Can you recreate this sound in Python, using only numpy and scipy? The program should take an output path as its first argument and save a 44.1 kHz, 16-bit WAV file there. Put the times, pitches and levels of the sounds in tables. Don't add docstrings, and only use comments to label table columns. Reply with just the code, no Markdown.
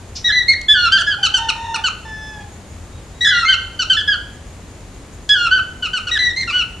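import sys
import numpy as np
from scipy import signal
from scipy.fft import rfft, irfft
from scipy.io import wavfile
from scipy.ndimage import uniform_filter1d, minimum_filter1d

SR = 44100
rng = np.random.default_rng(int(sys.argv[2]) if len(sys.argv) > 2 else 0)


def wav_record(signal):
    frames = np.transpose(np.atleast_2d(signal))
    bounded = np.clip(frames, -1, 1)
    quanta = np.round(bounded * 32767).astype(np.int16)
    wavfile.write(sys.argv[1], SR, quanta)


N = 299880
TIME = np.arange(N) / SR

# frequency in Hz, level in dB.
HISS_COLOUR = [(1500, -10), (3500, 8.5), (7800, 3), (12000, -49)]


def undb(db):
    return 10 ** (np.asarray(db) / 20)


def unit(x):
    return x / np.sqrt(np.mean(x ** 2))


def db_at(hz, points):
    point_hz, db = np.transpose(points)
    return np.interp(np.log(np.maximum(hz, 1)), np.log(point_hz), db)


def colour(x, points):
    size = x.shape[-1]
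    return irfft(rfft(x) * undb(db_at(np.fft.rfftfreq(size, 1 / SR), points)), size)


def wander(rate, size=N):
    steps = np.arange(size) / SR * rate
    knots = 1.15 * rng.standard_normal(N // 100)
    i = steps.astype(int) % (len(knots) - 1)
    part = steps % 1
    return knots[i] + np.diff(knots)[i] * part * part * (3 - 2 * part)


def stereo(mid, side):
    return np.array([mid + side, mid - side])


def add(track, start, sound):
    i = int(start * SR)
    track[i:i + len(sound)] += sound[:N - i]


def outdoor_rush(level_db=-36):
    # frequency in Hz, level of the noise in dB.
    rush_colour = [(22, -16), (45, -2), (100, -2.5), (130, -9), (350, -15.5), (950, -23.5), (5500, -36),
                   (8000, -36.5), (11500, -45), (12600, -62)]
    # frequency in Hz, level of the side against the mid in dB.
    width = [(100, -21), (500, -11), (2000, -5.5), (6000, -5), (12000, -0.5)]
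    mid, side = colour(rng.standard_normal((2, N)), rush_colour)
    return unit(stereo(mid, colour(side, width))) * undb(level_db)


def drone(waver_db=2, drift=0.0185):
    # pitch in Hz, level in dB.
    tones = [(49.5, -46.5), (86.1, -44.5)]
    out = np.zeros(N)
    for hz, db in tones:
        gain = undb(db + waver_db * wander(7.6))
        phase = 2 * np.pi * np.cumsum(hz * (1 + drift * wander(5))) / SR
        out += gain * unit(np.sin(phase))
    return out


def insects(level_db=-53):
    # frequency in Hz, level in dB.
    band = [(5600, -28), (6620, -8), (6731, 0), (6840, -7), (8300, -26)]
    return unit(colour(rng.standard_normal((2, N)), band)) * undb(level_db + 2 * wander(20))


def rasp(start_s=0.15, rise_s=0.018, decay_s=0.022, level_db=-25):
    # frequency in Hz, level in dB.
    rasp_colour = [(1500, -30), (2600, -9), (5700, 6.5), (6800, -5.5), (9000, -33.5)]
    out, t = np.zeros(N), TIME[:SR // 2]
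    envelope = np.minimum(t / rise_s, 1) * np.exp(-np.maximum(t - rise_s, 0) / decay_s)
    noise = unit(colour(rng.standard_normal(len(t)), rasp_colour))
    add(out, start_s, undb(level_db) * envelope * noise)
    return out


def toucan_note(glide, effort, length, pitch_hz, level_db, second_db, third_db, upper_db, swell_db,
                depth=1, bloom_db=0, attack_s=0.0062, release_s=0.012, crack_s=0.0027, rattle_s=0.04):
    # frequency in Hz, gain in dB.
    throat = [(900, -19), (1200, 1.5), (1500, 4), (2100, -9.5), (2450, -5.5), (2850, -7), (3150, 1),
              (3500, -9.5), (3900, -2), (4350, -0.5), (5100, -9), (5800, -6), (8500, -24), (12000, -49)]
    t = np.arange(int((length + release_s) * SR)) / SR
    progress = t / length
    knots, *columns = np.hstack([glide, effort]).T
    ratio, effort_db, overtone_db = (np.interp(progress, knots, column) for column in columns)
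    fall = np.clip((1 - ratio) / .15, 0, 1)
    end_rattle = fall[-1] * np.clip(1 + (t - length) / rattle_s, 0, 1)
    slack = end_rattle + .5 * np.exp(-t / crack_s)
    jitter = (.005 + .019 * slack) * wander(600, len(t))
    hz = pitch_hz * ratio ** depth * (1 + jitter)
    phase = 2 * np.pi * np.cumsum(hz) / SR
    harmonics_db = [0, overtone_db + second_db, overtone_db + third_db + bloom_db * fall]
    harmonics_db += [overtone_db + upper_db + 5 * slack] * 5
    tone = 0
    for k, harmonic_db in enumerate(harmonics_db, 1):
        swing_db = 2 * np.sqrt(k - 1) * wander(40.9, len(t))
        slip = (k - 1) * (.07 + .17 * slack ** 2) * wander(900, len(t))
        tone += undb(harmonic_db + swing_db + db_at(k * hz, throat)) * np.sin(k * phase + slip)
    tone *= undb(level_db + effort_db + swell_db * (progress - .5))
    envelope = np.clip(t / attack_s, 0, 1) * np.clip((t[-1] - t) / release_s, 0, 1)
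    shake_db = (0.32 + 2.6 * slack) * wander(450, len(t)) - 5 * slack ** 2
    puffs = rng.standard_normal(len(t)) * (1 + np.sin(phase))
    hiss = unit(colour(puffs, HISS_COLOUR)) * undb(-39 + 5 * slack + upper_db / 2)
    return envelope * undb(shake_db) * (tone + hiss)


def toucans(gain_db=-1):
    yaps = [(0.242, 0.068, 1938, -11, 1, -13, -20, 3.1), (3.207, 0.07, 1947, -7.5, 1.5, -17, -12.5, 6.8),
            (6.111, 0.061, 1936, -12.5, 3, -10, -12.5, 0.84)]
    whistles = [(0.32, 0.11, 2034, -10, -0.7, -12, -25, 1.5), (3.283, 0.13, 2027, -13.5, -3.5, -12, -40, 0),
                (6.187, 0.126, 2016, -11, 0.7, -10, -14, -1)]
    yelps = [(0.479, 0.063, 2170, -4, -4.5, -19, -18, -10), (0.916, 0.068, 1582, -16.5, 12, 9.5, -5, -2),
             (3.447, 0.078, 2143, -7.5, -9, -13, -31, -12), (3.478, 0.07, 1551, -16.5, 13, 3.5, -7, -4.5),
             (5.507, 0.088, 1529, -15, 4, -7.5, -16.5, -9.5),
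             (6.36, 0.077, 2112, -12.5, -5.5, -11.5, -8, -3), (6.522, 0.1, 1482, -26.5, 21.5, -1, -5, 2.5)]
    yips = [(0.98, 0.043, 1732, -16, 7.7, -5, -3, -11.5), (1.065, 0.082, 1712, -14, 0.74, -5.5, -19, -17.5),
            (1.228, 0.044, 1554, -19.5, 14.4, 6, 4.5, -9.5), (1.338, 0.055, 1565, -21, 14, 4.5, 2.5, -14.5),
            (1.484, 0.023, 1485, -21, 14.5, 7.5, 3.5, -8), (1.741, 0.027, 1440, -21, 13.8, 6.5, 1.5, -6.5),
            (1.837, 0.048, 1524, -19, 13, 2.5, -1.5, -6.5), (3.79, 0.046, 1530, -21.5, 15.1, 6.5, -0.5, -8),
            (3.897, 0.056, 1563, -19, 13.6, 3, -2, -12), (3.965, 0.058, 1750, -18.5, 8.5, -5, -12, -24),
            (4.075, 0.081, 1695, -13, 2.5, -7.5, -23.5, -19), (5.823, 0.049, 1506, -24.5, 14.1, -1, -6, -3),
            (5.93, 0.061, 1530, -21, 9.3, -2.5, -8.5, -8.5), (6.068, 0.036, 1490, -25, 16, -1, -6.5, -9.5),
            (6.472, 0.043, 1407, -24.5, 13.6, 2.5, -7.5, 0)]
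    # depth of the glide (1 is usual), boost of the third harmonic after the break in dB.
    wails = [(0.682, 0.2, 1733, -17, 3, -22.5, -17, -10.5, 1.02, 18.5),
             (3.245, 0.21, 1721, -17, 0, -13, -16, -12.5, 1.11, 4),
             (5.29, 0.192, 1690, -18.5, 2, -12, -14, -14.5, 0.94, 1.5)]
    yap_glide = [(0, .972), (.25, 1), (.6, .985), (1, .865)]
    whistle_glide = [(0, 1), (.25, .981), (.55, .97), (.8, .955), (1, .922)]
    yelp_glide = [(0, .955), (.25, .994), (.55, .998), (.8, .97), (1, .875)]
    yip_glide = [(0, 1), (.2, .986), (.5, .96), (.75, .905), (1, .83)]
    wail_glide = [(0, .982), (.1, .997), (.25, 1), (.39, .862), (.55, .836), (.85, .823), (1, .76)]
    # level in dB, overtones in dB.
    yap_effort = [(-0.5, 2.9), (0, -1.6), (-0.5, -0.5), (4, -2.6)]
    whistle_effort = [(0.5, 0.5), (3, -7.5), (7.5, -7.5), (3, -11.5), (-6.5, 3.5)]
    yelp_effort = [(-6.5, -0.5), (5.5, -6.5), (4, -8.5), (2, -1), (2, -5)]
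    yip_effort = [(-14.5, 7.5), (2, -6.5), (-3.5, 0.5), (-3, 6), (6, -8)]
    wail_effort = [(-4.5, 11), (4.5, 7), (2.5, 10), (1, -5.5), (1, 2.5), (5.5, 3), (12, -2)]
    kinds = [(wails, wail_glide, wail_effort),
             (yaps, yap_glide, yap_effort),
             (yelps, yelp_glide, yelp_effort),
             (whistles, whistle_glide, whistle_effort),
             (yips, yip_glide, yip_effort)]
    out = np.zeros(N)
    for notes, glide, effort in kinds:
        for start, *shape in notes:
            add(out, start, toucan_note(glide, effort, *shape))
    return undb(gain_db) * out


def tree_echoes(sound, echo_db, near_s=0.18, far_s=0.52, delay_s=0.0082):
    t = TIME[:SR]
    arrived = np.clip(t / delay_s - 1, 0, 1)
    near, far = (unit(arrived * undb(-60 * t / fade_s)) for fade_s in (near_s, far_s))
    echoes = rng.standard_normal((2, SR)) * np.hypot(undb(1) * near, far) / np.sqrt(SR)
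    dulled = colour(echoes, [(1500, -0.92), (3200, -3.0), (8000, -8)])
    mid, side = (signal.fftconvolve(sound, echo)[:N] for echo in dulled)
    return undb(echo_db) * stereo(mid, undb(-7) * side)


def bill_snaps():
    # start in seconds, decay time in seconds, level in dB.
    snaps = [(0.615, 0.0015, -24.5), (0.922, 0.0075, -22), (5.291, 0.0094, -21)]
    out, t = np.zeros(N), TIME[:SR // 2]
    for start, decay_s, db in snaps:
        noise = unit(colour(rng.standard_normal(len(t)), HISS_COLOUR))
        add(out, start, undb(db) * np.exp(-t / decay_s) * noise)
    return out


def rooster(gain_db=-3, jitter=0.03, bloom_db=5.5, nasal_db=-12, attack_s=0.0078, release_s=0.0248):
    # start in seconds, length in seconds, pitch in Hz, relative level in dB,
    # roughness from 0 to about 1.
    syllables = [(0.975, 0.065, 651, -39, 0.4), (1.181, 0.042, 809, -30.5, 0.56),
                 (1.32, 0.12, 820, -35, 0.65), (1.376, 0.11, 904, -25, 0.4), (1.551, 0.252, 905, -26, 1.02),
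                 (2.048, 0.32, 867, -31.5, 0.04), (2.395, 0.028, 820, -34.5, 0.55)]
    # clean level in dB, hoarse level in dB.
    harmonics = [(2, -0.5), (0, -13), (-15, -9), (-8, -10.5), (-35, -45), (-10, -20), (-16, -18)]
    out = np.zeros(N)
    for start, length, pitch_hz, db, rough in syllables:
        t = np.arange(int((length + release_s) * SR)) / SR
        overshoot = 0.0268 * np.exp(-t / 0.059)
        end_drop = 0.064 * np.exp((t - t[-1]) / 0.0264)
        hz = pitch_hz * (1 + overshoot - 0.01 * t - end_drop)
        phase = 2 * np.pi * np.cumsum(hz * (1 + jitter * rough * wander(222, len(t)))) / SR
        progress = t / t[-1]
        hoarse = np.clip(rough / 0.33, 0, 1)
        arch_db = bloom_db * np.sin(np.pi * progress)
        thinning_db = nasal_db * np.sqrt(progress) * (1 - hoarse)
        tone = 0
        for k, (clean_db, hoarse_db) in enumerate(harmonics, 1):
            blend_db = clean_db * (1.5 - hoarse) + hoarse_db * hoarse
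            tone += undb(blend_db + (arch_db if k > 1 else thinning_db)) * np.sin(k * phase)
        envelope = np.clip(t / attack_s, 0, 1) * np.clip((t[-1] - t) / release_s, 0, 1)
        flutter_db = 2 * rough * wander(126.8, len(t))
        add(out, start, tone * envelope * undb(gain_db + db + flutter_db))
    return out


def songbird(level_db=-51, length_s=0.12, rise=0.027):
    out, t = np.zeros(N), TIME[:int(length_s * SR)]
    for start, hz in [(2.91, 3750), (3.12, 3800)]:
        phase = 2 * np.pi * np.cumsum(hz * (1 + rise * t / length_s)) / SR
        add(out, start, undb(level_db) * np.sin(np.pi * t / length_s) * np.sin(phase))
    return out


def scene(side_db=-3, side_delay_s=0.001065):
    calls = toucans() + rasp() + bill_snaps()
    crow = rooster()
    side = colour(calls, [(1500, -25.5), (4000, -12.0), (8000, -1.0)])
    side = np.roll(side, int(side_delay_s * SR))
    direct = stereo(calls, undb(side_db) * side) + crow + songbird()
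    echoes = tree_echoes(calls, echo_db=-7.5) + tree_echoes(crow, echo_db=-5.5)
    lean_left = undb([[.6], [-.6]])
    return direct + echoes + (outdoor_rush() + drone()) * lean_left + insects()


def record(dry, hold_s=0.13, ease_s=0.042, top_hz=12600):
    peak = np.maximum(np.abs(dry).max(axis=0), 1e-9)
    safe_gain = np.minimum(1, 1 / peak)
    held_gain = minimum_filter1d(safe_gain, int(hold_s * SR) + 1)
    gain = uniform_filter1d(held_gain, int(ease_s * SR) + 1)
    treble_cut = signal.ellip(8, .1, 60, top_hz, fs=SR, output="sos")
    return signal.sosfilt(treble_cut, dry * gain)


dry = scene()
out = record(dry)
wav_record(out)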